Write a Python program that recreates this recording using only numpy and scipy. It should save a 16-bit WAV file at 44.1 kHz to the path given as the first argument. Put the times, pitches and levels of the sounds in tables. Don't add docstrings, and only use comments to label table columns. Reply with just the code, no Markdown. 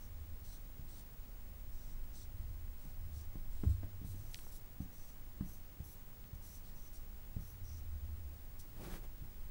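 import sys
import numpy as np
from scipy import signal
from scipy.fft import rfft, irfft, next_fast_len
from scipy.io import wavfile
from scipy.ndimage import uniform_filter1d, map_coordinates

SR = 44100
rng = np.random.default_rng(int(sys.argv[2]) if len(sys.argv) > 2 else 0)


def magnitude_from_level(level_db):
    exponent = np.asarray(level_db, float) / 20
    return 10 ** exponent


def to_wav(sig):
    pcm = np.clip(np.atleast_2d(sig), -1, 1) * 32767
    pcm = np.round(pcm).astype(np.int16)
    wavfile.write(sys.argv[1], SR, pcm.T)


N = 418950

# start_s, length_s, level_db, barrel_db, nib_db
STROKES = [(0, 0.074, -70.5, -15, -10), (.44, 0.14, -63.5, -8, -7), (0.878, 0.15, -66, -4, -7),
           (1.71, 0.23, -70, -11, -9), (2.129, 0.12, -63.5, -9, -9), (2.78, 0.16, -71.5, -7, -4),
           (3.126, 0.11, -65.5, -11, -7), (3.505, 0.25, -69, -3, -2), (4.044, .105, -63, -6, 1),
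           (4.147, 0.2, -67, -12, -2), (4.322, 0.1, -60.5, -8, 0), (4.406, 0.11, -65, -13, -1),
           (4.513, .075, -61, -9, 1.5), (4.805, .05, -69, -12, -6), (4.915, 0.21, -67, -13, -5.5),
           (5.451, 0.13, -63, -15, -0.5), (5.833, 0.12, -63, -13, 2), (6.34, .03, -69, -13, -7),
           (6.417, 0.17, -62, -13.5, -2), (6.64, 0.073, -69, -7, -9), (6.748, 0.15, -68, -16, -7),
           (6.926, .06, -62.5, -13, -3), (7.4, .14, -65.5, -19, -1), (7.635, .17, -65.5, -18, -9),
           (8.588, .035, -57, -11.5, -2)]
# pitch_hz, width_hz
PEN_MODES = [(4000, 1450), (5900, 830), (8200, 2100), (11000, 1030), (13800, 2040)]
LAND_S, LIFT_S, GATHER_DB_PER_S = 0.02, 0.045, 16
THIRD_DB, BARREL_SHARE, NIB_SHARE = 0.5, 0.61, 0.33
TOP_LOSS_DB = 4.5
GRIP_SPREAD = 0.023

# pitch_hz, relative_db
RUMBLE_SPECTRUM = [(4.7, -28), (8.0, -0.5), (22, 1.5), (43, -8.5), (60, -8.5), (78, -44), (130, -120)]
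# time_s, level_db
RUMBLE_LEVEL = [(0, -50.5), (1, -49), (2.1, -46.5), (3.4, -45.5), (3.75, -40), (4.1, -48), (5.5, -50.5),
                (6.8, -49.5), (7.3, -47), (8.8, -48), (9.5, -44.5)]
# pitch_hz, width_hz, relative_db
DRONE_MODES = [(76.1, 12.3, 0), (96.7, 18.6, 0)]
DRONE_DB = -67
# middle_s, half_width_s, added_level_db
SWELLS = [
    [(.25, 0.22, -52.5), (1.55, 0.13, -64), (2.43, 0.25, -54.5), (3.2, 0.22, -51.5), (7.7, 0.16, -46.5),
     (8.1, 0.26, -46.5)],
    [(1.77, 0.11, -59), (2.43, .15, -53.5), (3.17, 0.24, -56.5), (3.85, 0.17, -52.5), (4.18, .12, -50.5),
     (7.59, 0.086, -57)],
]
# pitch_hz, relative_db
HUSH_SPECTRUM = [(50, -38.5), (110, 3), (150, -1), (192, -1.5), (257, -7), (300, -7), (400, -10.5),
                 (550, -12.5), (1150, -17), (2000, -19.5), (2600, -22), (6000, -25), (10800, -25.5),
                 (14200, -27.5), (14500, -41), (15000, -53)]
HUSH_DB = -62.5
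WHISTLE_HZ, WHISTLE_DB = 15625, -61.5

# time_s, level_db, low_ring_db, contact_ms, edge_db
KNOCKS = [(.793, -47.5, 6, 4.8, -30), (2.853, -51.5, -1, 4.3, -10), (3.355, -47.5, -2, 2.4, -6),
          (3.6354, -36, -6, 1.9, -7.5), (3.832, -47.5, -3, 2.6, -3), (4.015, -47.5, 3, 2.8, -16),
          (4.046, -43, 9, 3.9, -16), (4.143, -52, 1, 3.2, -14), (4.803, -39, -2.5, 3.8, -18),
          (5.4083, -36, 0, 3.6, -16), (5.802, -43.5, 4, 5.5, -16), (6.33, -46.5, 16, 5.8, -19),
          (7.365, -38.5, 2.5, 4.5, -18), (9.221, -47, -1, 6.5, -28)]
# pitch_hz, relative_db, t60_s
BOARD_MODES = [(42.2, -9, 0.47), (62, -10.5, 0.27), (75.5, -9, 0.24), (105, -9.5, 0.25), (143, -1, 0.083),
               (188, -0.5, 0.074), (260, -1.5, 0.078), (304, -7, 0.028), (403, -13, 0.12), (485, -11, 0.08),
               (638, -5, 0.075), (803, -12, 0.078), (1000, -16, 0.071), (1180, -19, 0.09),
               (1556, -18, 0.059), (2000, -20, 0.057), (2630, -26, 0.033)]
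LOW_HZ = 125
CRACK_DB, CRACK_T60_S, CRACK_HZ = -3, 0.04, 900

# time_s, level_db, base_pitch_hz
TICKS = [(2.681, -54, 2500), (4.3441, -32.5, 5960), (4.356, -46, 6000), (4.389, -47, 3600),
         (4.4678, -45.5, 1100), (6.241, -54, 4050), (8.857, -46, 2400), (8.94, -42, 2200)]
# time_s, peak_db, contact_ms
THUMP = (3.664, -22, 9)
# pitch_hz, relative_db, t60_s
FLOOR_MODES = [(38.7, -14, 0.33), (71.7, 1, 0.33), (98.8, -0.5, 0.42)]

# start_s, length_s, level_db
CLOTH_RUBS = [(8.765, .225, -51), (9.01, .06, -55.5)]
CLOTH_IN_S, CLOTH_OUT_S = 0.11, 0.07
# pitch_hz, relative_db
RUB_SPECTRUM = [(53, -40), (90, -3.5), (184, -2), (265, -10.5), (347, -8.5), (900, -19.5), (1170, -41),
                (1980, -120)]
# pitch_hz, relative_db
FIBRE_SPECTRUM = [(300, -25), (600, -15), (1100, 0), (1700, -2), (2800, -6.5), (8000, -10), (15000, -12),
                  (16000, -42)]
TOP_HZ = 15730


def unit(x):
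    return x / np.sqrt(np.mean(x ** 2) + 1e-20)


def wobble(rate):
    points = rng.standard_normal(int(N * rate / SR) + 4)
    return map_coordinates(points, [np.arange(N) * rate / SR])


def filtered(x, response):
    size = next_fast_len(N + 8192)
    spectrum = rfft(x, size) * response(np.fft.rfftfreq(size, 1 / SR))
    return irfft(spectrum, size)[:N]


def coloured(x, spectrum):
    hz, db = np.transpose(spectrum)

    def gain(f):
        return magnitude_from_level(np.interp(np.log(f + 1), np.log(hz + 1), db))
    return unit(filtered(x, gain))


def resonant(x, peaks):
    def gain(f):
        total = 0
        for k, (centre, width, db) in enumerate(peaks):
            damping = 1j * f * width
            sign = (-1) ** k
            total = total + sign * magnitude_from_level(db) * damping / (centre * centre - f * f + damping)
        return total
    return unit(filtered(x, gain))


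def grit(rough_db, rate):
    return magnitude_from_level(rough_db * wobble(rate)) * rng.standard_normal(N)


def struck(modes, contact_ms, scatter_db):
    t = np.arange(SR // 2) / SR
    hz, db, t60 = np.transpose(modes)[:, :, None]
    db = db + scatter_db * rng.standard_normal(db.shape)
    ring = -np.sum(magnitude_from_level(db - 60 * t / t60) * np.cos(2 * np.pi * hz * t), axis=0)
    push = np.sin(np.pi * np.clip(t[:SR // 40] / (contact_ms / 1000), 0, 1))
    out = signal.fftconvolve(ring, push)[:len(t)]
    return out / np.abs(out).max()


def add(track, s, sound):
    track[round(s * SR):][:len(sound)] += sound


def held(s, length, rise, fall):
    t = np.arange(N) / SR - s
    ramps = np.minimum(t / rise + 0.5, (length - t) / fall + 0.5)
    return np.clip(ramps, 0, 1) ** 2


def marker():
    out = np.zeros(N)
    for s, length, db, barrel_db, nib_db in STROKES:
        pitch = 1 + GRIP_SPREAD * rng.standard_normal()
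        third_db = THIRD_DB + BARREL_SHARE * barrel_db + NIB_SHARE * nib_db
        levels = [barrel_db, 0, third_db, nib_db, nib_db - TOP_LOSS_DB]
        modes = [(pitch * hz, width, level / 2) for (hz, width), level in zip(PEN_MODES, levels)]
        scrape = resonant(resonant(grit(1.2, rate=150), modes), modes)
        gather_db = GATHER_DB_PER_S * np.clip(np.arange(N) / SR - s - length, -length, 0)
        out += magnitude_from_level(db + gather_db) * held(s, length, LAND_S, LIFT_S) * scrape
    return out


def rumble():
    s, db = np.transpose(RUMBLE_LEVEL)
    level_db = np.interp(np.arange(N) / SR, s, db)
    return magnitude_from_level(level_db) * coloured(grit(2.06, rate=3.056), RUMBLE_SPECTRUM)


def drone():
    t, out = np.arange(N) / SR, np.zeros(N)
    for mode, swells in zip(DRONE_MODES, SWELLS):
        gain = magnitude_from_level(DRONE_DB)
        for middle, half_width, db in swells:
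            gain = gain + magnitude_from_level(db) * np.exp(-((t - middle) / half_width) ** 2)
        out += gain * resonant(resonant(grit(0.82, rate=5), [mode]), [mode])
    return out


def hush():
    return magnitude_from_level(HUSH_DB) * coloured(grit(0.043, rate=9), HUSH_SPECTRUM)


def whistle():
    t = np.arange(N) / SR
    sine = np.sqrt(2) * np.sin(2 * np.pi * WHISTLE_HZ * t)
    return magnitude_from_level(WHISTLE_DB + 0.3 * wobble(4.2)) * sine


def knocks():
    out, t = np.zeros(N + SR), np.arange(SR // 20) / SR
    upper = [mode for mode in BOARD_MODES if mode[0] > 3 * LOW_HZ]
    lowpass = signal.butter(2, CRACK_HZ, fs=SR, output="sos")
    for s, db, low_db, contact_ms, edge_db in KNOCKS:
        modes = [(hz, level + low_db * (hz < LOW_HZ), t60) for hz, level, t60 in BOARD_MODES]
        add(out, s, magnitude_from_level(db + 8.5) * struck(modes, contact_ms, scatter_db=2.0))
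        add(out, s, magnitude_from_level(db + edge_db) * struck(upper, contact_ms=0.3, scatter_db=3))
        crack = unit(signal.sosfilt(lowpass, rng.standard_normal(len(t))))
        add(out, s, magnitude_from_level(db + edge_db + CRACK_DB - 60 * t / CRACK_T60_S) * crack)
    return out[:N]


def ticks():
    out, t = np.zeros(N + SR), np.arange(SR // 50) / SR
    glide = 0.29 + 0.99 * np.exp(-t / 0.00071)
    onset = 1 - np.exp(-t / 0.0001)
    for s, db, hz in TICKS:
        cycles = np.cumsum(hz * glide) / SR
        add(out, s, magnitude_from_level(db - 60 * t / 0.0092) * onset * np.sin(2 * np.pi * cycles))
    return out[:N]


def thump():
    out = np.zeros(N + SR)
    s, db, contact_ms = THUMP
    add(out, s, magnitude_from_level(db) * struck(FLOOR_MODES, contact_ms, scatter_db=0))
    return out[:N]


def cloth():
    drag = sum(magnitude_from_level(db) * held(s, length, CLOTH_IN_S, CLOTH_OUT_S) for s, length, db in CLOTH_RUBS)
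    rub = coloured(grit(1.2, rate=45), RUB_SPECTRUM)
    hiss = coloured(grit(2, rate=70), FIBRE_SPECTRUM)
    return drag * (rub + magnitude_from_level(-8) * hiss)


def room(x, t60):
    t = np.arange(SR // 3) / SR
    dull_noise = uniform_filter1d(rng.standard_normal(len(t)), size=3)
    tail = dull_noise * magnitude_from_level(-60 * t / t60) * (t > 0.006)
    return signal.fftconvolve(x, tail / np.linalg.norm(tail))[:N]


def scene():
    board = marker() + knocks() + thump()
    studio = rumble() + drone() + hush() + whistle()
    mix = board + magnitude_from_level(-10) * room(board, t60=0.26) + ticks() + cloth() + studio
    return mix[None]


def low_pass(x):
    return signal.sosfilt(signal.butter(12, 17030, fs=SR, output="sos"), x)


def record(dry):
    finished = filtered(dry[0], lambda hz: hz < TOP_HZ)[None]
    return low_pass(finished)


dry = scene()
out = record(dry)
to_wav(out)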